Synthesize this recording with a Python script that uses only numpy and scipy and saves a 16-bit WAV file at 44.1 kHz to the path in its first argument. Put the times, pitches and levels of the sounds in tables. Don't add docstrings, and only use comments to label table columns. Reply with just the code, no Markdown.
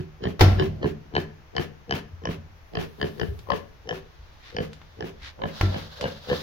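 import sys
import numpy as np
from scipy import signal
from scipy.fft import rfft, irfft, next_fast_len
from scipy.io import wavfile
from scipy.ndimage import uniform_filter1d

SR = 44100
rng = np.random.default_rng(int(sys.argv[2]) if len(sys.argv) > 2 else 0)


def unload_wav(signal):
    wavfile.write(
        sys.argv[1],
        SR,
        np.round(np.clip(np.atleast_2d(signal).T, -1, 1) * 32767).astype(np.int16),
    )


N = 283122


def amp(db):
    return 10 ** (np.asarray(db) / 20)


def evened(x):
    return x / np.sqrt(np.mean(x ** 2) + 1e-20)


def read(points, hz):
    f, value = np.transpose(points)
    return np.interp(np.log(hz + 1), np.log(f + 1), value)


def along(curve, s):
    return np.interp(s, *np.transpose(curve))


def add(mix, s, sound):
    start = round(s * SR)
    sound = sound[..., max(-start, 0):]
    part = mix[..., max(start, 0):][..., :sound.shape[-1]]
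    part += sound[..., :part.shape[-1]]


def noise(spectrum, size):
    # f/Hz, correlation
    likeness = [(50, 0.54), (130, 1), (300, 0.79), (700, 0), (16000, 0.049)]
    padded = next_fast_len(size, True)
    hz = np.fft.rfftfreq(padded, 1 / SR)
    a, b = rfft(rng.standard_normal((2, padded)))
    same = np.clip(read(likeness, hz), -1, 1)
    pair = np.array([a, same * a + np.sqrt(1 - same ** 2) * b])
    return evened(irfft(pair * amp(read(spectrum, hz)), padded)[:, :size])


def ring(modes, t):
    return sum(amp(db - 60 * t / t60) * np.sin(2 * np.pi * hz * t) for hz, db, t60 in modes)


def lowpass(x, hz, order):
    return signal.sosfilt(signal.butter(order, min(hz, SR / 2.1), fs=SR, output="sos"), x)


def swells(rows):
    t = np.arange(N) / SR
    return sum(amp(db) * np.exp(-(2 * (t - s) / length) ** 2) for s, length, db in rows)


def sputter(size, depth_db):
    grains = evened(uniform_filter1d(rng.standard_normal(size), size=140))
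    return evened(amp(depth_db * grains))


def flap(times, levels_db, t, hz, rasp, rasp_length):
    clicks, gush = 0, 0
    for s, db in zip(times, levels_db):
        clicks = clicks + amp(db) * np.exp(-2j * np.pi * hz * s)
        gush = gush + amp(db) * np.exp(-np.maximum(t - s, 2 * (s - t)) / rasp_length)
    turbulence = rfft(gush * rng.standard_normal(len(t))) / np.sqrt(rasp_length * SR)
    return clicks + rasp * turbulence


def cavity(resonances, hz, stretch, scatter_db, nasal=False):
    travel_s = 0.001598
    out = 0
    for k, (centre, width, db) in enumerate(resonances):
        gain = amp(db + scatter_db * rng.standard_normal() * np.array([[1], [-1]]))
        if nasal:
            start = 1j * hz * np.exp(-2j * np.pi * hz * travel_s * rng.random())
        else:
            start = (-1) ** k * centre * stretch
        out = out + gain * start / ((width / 2 + 1j * hz) ** 2 + (centre * stretch) ** 2)
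    return out * SR / (2 * np.pi)


def grunts():
    # t of the hard closure/s, flap period/ms, body level/dB, snap level/dB,
    # swell across the snaps/dB, open mouth over the body/dB, puff level/dB,
    # hum of the nose f/Hz, upper snout resonance f/Hz
    grunt_rows = [ (-.04, 12.4, -23, -29, -13, -22, -46, 401, 4500),
                  (0.238, 16, -22.5, -24.5, -0.5, -8, -39.5, 438, 4200),
                  (.597, 13, -19.5, -22, -7.5, -9, -33.5, 410, 3900),
                  (0.829, 14, -22, -26.5, 3, -9.5, -35.5, 423, 4260),
                  (1.1517, 13.6, -22, -14, 6, -11, -34, 423, 4200),
                  (1.566, 14.6, -22.5, -15.5, 0.5, -20, -31, 451, 4630),
                  (1.909, 14.6, -24.5, -13.5, 0.5, -39, -29, 469, 4970),
                  (2.254, 17.6, -25.5, -21, -2, -8, -33.5, 470, 5530),
                  (2.753, 17.6, -25, -20, 1.5, -8, -30, 444, 4800),
                  (3.014, 14.1, -24, -17, 0.5, -10.5, -36.5, 438, 4570),
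                  (3.198, 16.9, -25, -18, 4.5, -26, -42, 448, 4870),
                  (3.503, 15.6, -22, -17, 2.5, 2, -34, 523, 4560),
                  (3.891, 17.8, -24.5, -19, -1, -16, -35, 475, 5530),
                  (4.566, 18.9, -24, -19, 1, -32, -35.5, 505, 4700),
                  (5.007, 17.5, -26.5, -26, 1, -17, -37, 465, 5200),
                  (5.4184, 18.4, -25.5, -23.5, 7.5, -3, -38, 553, 3900),
                  (5.724, 19, -26, -29.5, 9, -24, -36.5, 558, 4300),
                  (6.026, 14.3, -22, -24.5, 2, -17, -36.5, 546, 4260),
                  (6.3, 14.1, -20, -23.5, -1, -12, -45, 490, 4160)]
    # nose level/dB, chest level/dB, mouth level/dB
    flap_levels = [(-18.5, -11, -28), (-10, -0.5, -26), (-2.5, -6, -4), (0, 9, -4.5), (-1.5, 11, -7),
                   (-11, -30, -36)]
    # f/Hz (chest and mouth before a slight stretch), width/Hz, level/dB
    chest, mouth, snout_low = [(91.6, 14.2, -14), (158.5, 16.8, -11), (213.7, 161, -3)], [(556, 36, -0.5), (860, 73, -2.5), (1058, 57, 4)], [(710, 103, -4), (1027, 104, -14),
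                                                             (1723, 96, -3.5), (2720, 290, -9),
                                                             (3042, 97, -6)]
    # ratio to the grunt's own f, width/Hz, level/dB
    nose, snout_top = [(.84, 108, -4.5), (1, 56, 3), (1.2, 108, -6), (1.55, 135, -6)], [(0.998, 380, -3.5), (1.17, 600, -10.5)]
    # level over the grunt's snap/dB, share of its swell,
    # f above which the treble falls/Hz
    snap_rows = [(-21, -0.82, 9600), (-1, -0.84, 27000), (0, 0.64, 4600), (-10.5, 0.39, 4000)]
    # t/s, turbulence against the click
    hoarseness = [(.83, .9), (1.2, .25), (5.4, .25), (5.75, 1.2)]
    # t/s, left over right level/dB
    head_side = [(.6, -1.5), (1.57, 2.5), (2.25, -1), (2.75, -4), (3.2, 5.5), (3.5, 4), (3.9, 0.5),
                 (4.57, 1), (5.42, -3.5), (6.3, 0.5)]
    # t/s, chest level/dB
    chest_heard = [(1.2, 1.5), (3.2, 0.5), (3.8, -8.5), (4.6, -1.5)]
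    # f/Hz, level/dB
    puff_colour = [(100, 6.5), (450, 5), (1200, 3.5), (1800, 1), (2700, 2.5), (3700, -3.5), (5800, -9.5),
                   (8000, -19.5), (16000, -19.5)]
    nose_sag = 0.069
    hoarse_hold_db = 9.5
    lag_ms_per_db = 0.3855
    puff_after_flaps, puff_rise_s, puff_fall_s = 3.46, 0.024, 0.037

    out, lead, size = np.zeros((2, N)), .06, 10240
    t, hz = np.arange(size) / SR, np.fft.rfftfreq(size, 1 / SR)
    nose_db, chest_db, jaw_db = np.transpose(flap_levels)
    radiated = hz ** 3 / (hz ** 3 + 55 ** 3) / (1 + (hz / 6700) ** 8)
    beats = np.arange(len(flap_levels)) - 2
    for s, period_ms, body_db, snap_db, swell_db, mouth_db, puff_db, hum_hz, upper_hz in grunt_rows:
        period, hoarse, pan_db = period_ms / 10 ** 3, along(hoarseness, s), along(head_side, s)
        times = lead + beats * period

        thump = flap(times, chest_db + along(chest_heard, s), t, hz, rasp=0.3, rasp_length=0.0007)
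        body = thump * cavity(chest, hz, 0.99, scatter_db=-1.0)
        for beat, time, db in zip(beats, times, nose_db):
            hum = hum_hz * (1 - nose_sag * max(beat - 1, 0))
            closure = flap([time], [db], t, hz, rasp=1.0, rasp_length=0.019)
            body += closure * cavity(nose, hz, hum, scatter_db=3.5)
        jaw = flap(times, jaw_db, t, hz, rasp=1.0, rasp_length=0.0032)
        body += amp(mouth_db) * jaw * cavity(mouth, hz, 0.98, scatter_db=4.0)

        snout = snout_low + [(ratio * upper_hz, width, db) for ratio, width, db in snout_top]
        snap = 0
        for beat, time, (db, share, top_hz) in zip(beats[1:], times[1:], snap_rows):
            detune = 1 + 0.02 * hoarse * rng.standard_normal()
            level_db = db + share * swell_db + hoarse_hold_db * hoarse * max(beat - 1, 0)
            closure = flap([time], [level_db], t, hz, rasp=hoarse, rasp_length=0.018 * hoarse)
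            ringing = closure * cavity(snout, hz, detune, scatter_db=1.0, nasal=True)
            snap = snap + ringing / (1 + (hz / top_hz) ** 4)

        pan = amp([[pan_db / 2], [-pan_db / 2]])
        lag = lag_ms_per_db * pan_db / 10 ** 3
        arrival = np.exp(-2j * np.pi * hz * np.array([[-lag], [lag]]) / 2)
        direct = amp(body_db) * pan * body + amp(snap_db) * np.sqrt(pan) * snap
        voice = irfft(direct * arrival * radiated, size)

        u = t - lead - puff_after_flaps * period
        puff = amp(puff_db - 5) * np.exp(-(u / np.where(u < 0, puff_rise_s, puff_fall_s)) ** 2)
        add(out, s - lead, voice + puff * sputter(size, depth_db=1.5) * noise(puff_colour, size))
    return out


def hush():
    # f/Hz, level/dB
    hush_colour = [(20, -1), (80, 5), (200, -18), (800, -14.5), (2000, -19), (4000, -27.5), (6200, -29.5),
                   (8300, -48.5), (12000, -42)]
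    return amp(-50.5) * noise(hush_colour, N)


def room(x):
    # f/Hz, t60/s
    room_t60 = [(100, 0.49), (260, 0.46), (700, 0.34), (1840, 0.35), (4850, 0.25), (14000, 0.12)]
    # f/Hz, level/dB
    room_colour = [(60, -10.5), (150, -4.5), (400, -4), (1000, -11), (3000, -9.5), (12000, -7.5)]
    # f/Hz, level among themselves/dB, t60/s
    room_modes = [(153.8, -45, 0.45), (214.7, -51.5, 0.57), (378.8, -36.5, 0.16)]
    hz, t, z = signal.stft(noise([(20, 0), (20000, 0)], SR), SR, nperseg=512)
    t60 = read(room_t60, hz)[:, None]
    decay = amp(read(room_colour, hz)[:, None] - 60 * t / t60)
    z = z * decay * np.sqrt(2 * np.log(1000) / t60 / SR)
    t = np.arange(SR) / SR
    tail = signal.istft(z, SR, nperseg=512)[1][:, :SR] * (1 - np.exp(-t / .006))
    tail = tail + amp(-15.5) * ring(room_modes, t)
    return signal.fftconvolve(x, tail, axes=1)[:, :N]


def bumps():
    # t/s, crash level/dB, crash decay/s, boom level/dB, boom length factor
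    bump_rows = [(0.393, -23.5, 0.039, -44, 0.26), (0.4082, -6, 0.0099, -8, 0.34),
                 (0.416, -27, 0.087, -3.5, 1), (5.6107, -13, 0.0027, -11.5, 0.072),
                 (5.631, -60, 0.017, -9, 0.53)]
    # f/Hz, level/dB, t60 at length factor 1/s
    hollow = [(52.4, -18.5, 1), (77.4, -22.5, 0.5), (94.2, -3, 0.71), (200, -20.5, 1), (318.6, -9, 0.13),
              (644, -33.5, 1), (1353, -26, 0.41)]
    # f/Hz, level/dB
    crash_colour, rumble_colour = [(60, -3), (200, -17), (700, -4), (1300, -11), (2400, -16), (5500, -21),
                                   (7500, -36), (15500, -37)], [(20, -27), (50, 11), (130, 6.5), (300, -10), (700, -18),
                                                  (3000, -65)]
    out, t = np.zeros((2, N)), np.arange(SR) / SR
    for s, crash_db, decay, boom_db, length in bump_rows:
        crash = amp(crash_db) * noise(crash_colour, SR) * np.exp(-t / decay) * (1 - np.exp(-t / 0.00088))
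        boom = ring([(hz, db, t60 * length) for hz, db, t60 in hollow], t)
        rumble = noise(rumble_colour, SR) * np.exp(-t / (0.16 * length))
        boom = boom + amp(-16.0) * length * rumble
        add(out, s, crash + amp(boom_db) * boom * (1 - np.exp(-t / 0.0014)))
    return out


def thuds():
    # t/s, level/dB, f/Hz
    thud_rows = [(0.752, -28, 99), (2.13, -33.5, 83.5), (2.38, -36, 87.6), (3.284, -25.5, 77),
                 (3.317, -28, 95.6), (4.19, -42, 58.4), (5.218, -38.5, 71)]
    out, t = np.zeros((2, N)), np.arange(SR // 4) / SR
    u = t / 0.012
    for s, db, hz in thud_rows:
        add(out, s, amp(db) * u * np.exp(1 - u) * np.sin(2 * np.pi * hz * t))
    return out


def rustle_and_snuffle():
    # t of peak/s, length/s, level/dB
    rustle_rows = [(3.1, 0.5, -60.5), (4.6, 2, -63), (5.62, 0.16, -39), (5.77, 0.16, -46.5),
                   (6.04, 0.42, -45.5), (6.355, 0.16, -36.5)]
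    # t of peak/s, length/s, level/dB
    snuffle_rows = [(3.18, 0.85, -63.5), (6.36, 0.18, -57)]
    # f/Hz, level/dB
    rustle_colour = [(290, -28), (500, 6), (700, 0), (1620, 0.5), (2300, -8.5), (3630, 3), (5050, -3),
                     (8360, -22.5), (15500, -23.5)]
    flutter = evened(uniform_filter1d(rng.standard_normal(N), size=900))
    hiss = noise([(1000, -28), (8000, -10), (12500, -4), (16000, -5)], N)
    rustle = swells(rustle_rows) * noise(rustle_colour, N)
    return amp(1.4 * flutter) * (rustle + swells(snuffle_rows) * hiss)


def ticks():
    # t/s, level/dB, f of the scuff's strongest band/Hz (the click rings at half of it)
    tick_rows = [(3.391, -30.5, 3780), (4.732, -27, 3570), (4.816, -31, 1920), (5.392, -31, 790),
                 (5.612, -6.5, 1620), (6.011, -13.5, 3230)]
    out, t = np.zeros((2, N)), np.arange(SR // 4) / SR
    for s, db, hz in tick_rows:
        click = np.exp(-t * hz * 2) * np.cos(2 * np.pi * hz * t / 2)
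        scuff = noise([(hz / 8, -10), (hz, 0), (hz * 3, -14)], len(t)) * np.exp(-t / 0.0076)
        add(out, s, amp(db - 0.5) * lowpass(click + 0.19 * scuff, 2.0 * hz, order=2))
    return out


def sniffs():
    sniff_rows = [(4.485, 0.12, -48), (5.262, 0.09, -41)]
    # f/Hz, level/dB
    sniff_colour = [(700, -10), (2000, 2), (2600, -4.5), (3700, -0.5), (5500, -9), (8000, -24.5),
                    (14000, -37)]
    return swells(sniff_rows) * sputter(N, depth_db=2) * noise(sniff_colour, N)


def scene():
    pig, knocks, feet = grunts(), bumps(), thuds() + ticks()
    clatter = signal.sosfilt(signal.butter(2, 400, "high", fs=SR, output="sos"), knocks)
    wet = room(pig + amp(5.0) * feet + amp(6.0) * clatter)
    return pig + knocks + feet + wet + rustle_and_snuffle() + sniffs() + hush()


def record(dry):
    full_scale, edge_hz = .92, 16000
    size = next_fast_len(N, True)
    hz = np.fft.rfftfreq(size, 1 / SR)
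    dip_db = -6 * np.exp(-((hz - 8200) / 1000) ** 2)
    balance_db = read([(250, 1), (2000, 3.0), (4500, -1.5), (8000, 3.5), (12000, -7.0)], hz)
    ports = amp([dip_db + balance_db / 2, dip_db - balance_db / 2])
    coloured = irfft(rfft(dry, size) * ports, size)[:, :N]
    limited = coloured / (1 + (coloured / full_scale) ** 8) ** (1 / 8)
    band = signal.firwin(511, edge_hz, window=("kaiser", 9), fs=SR)
    return signal.oaconvolve(limited, band[None], "same", axes=1)


dry = scene()
out = record(dry)
unload_wav(out)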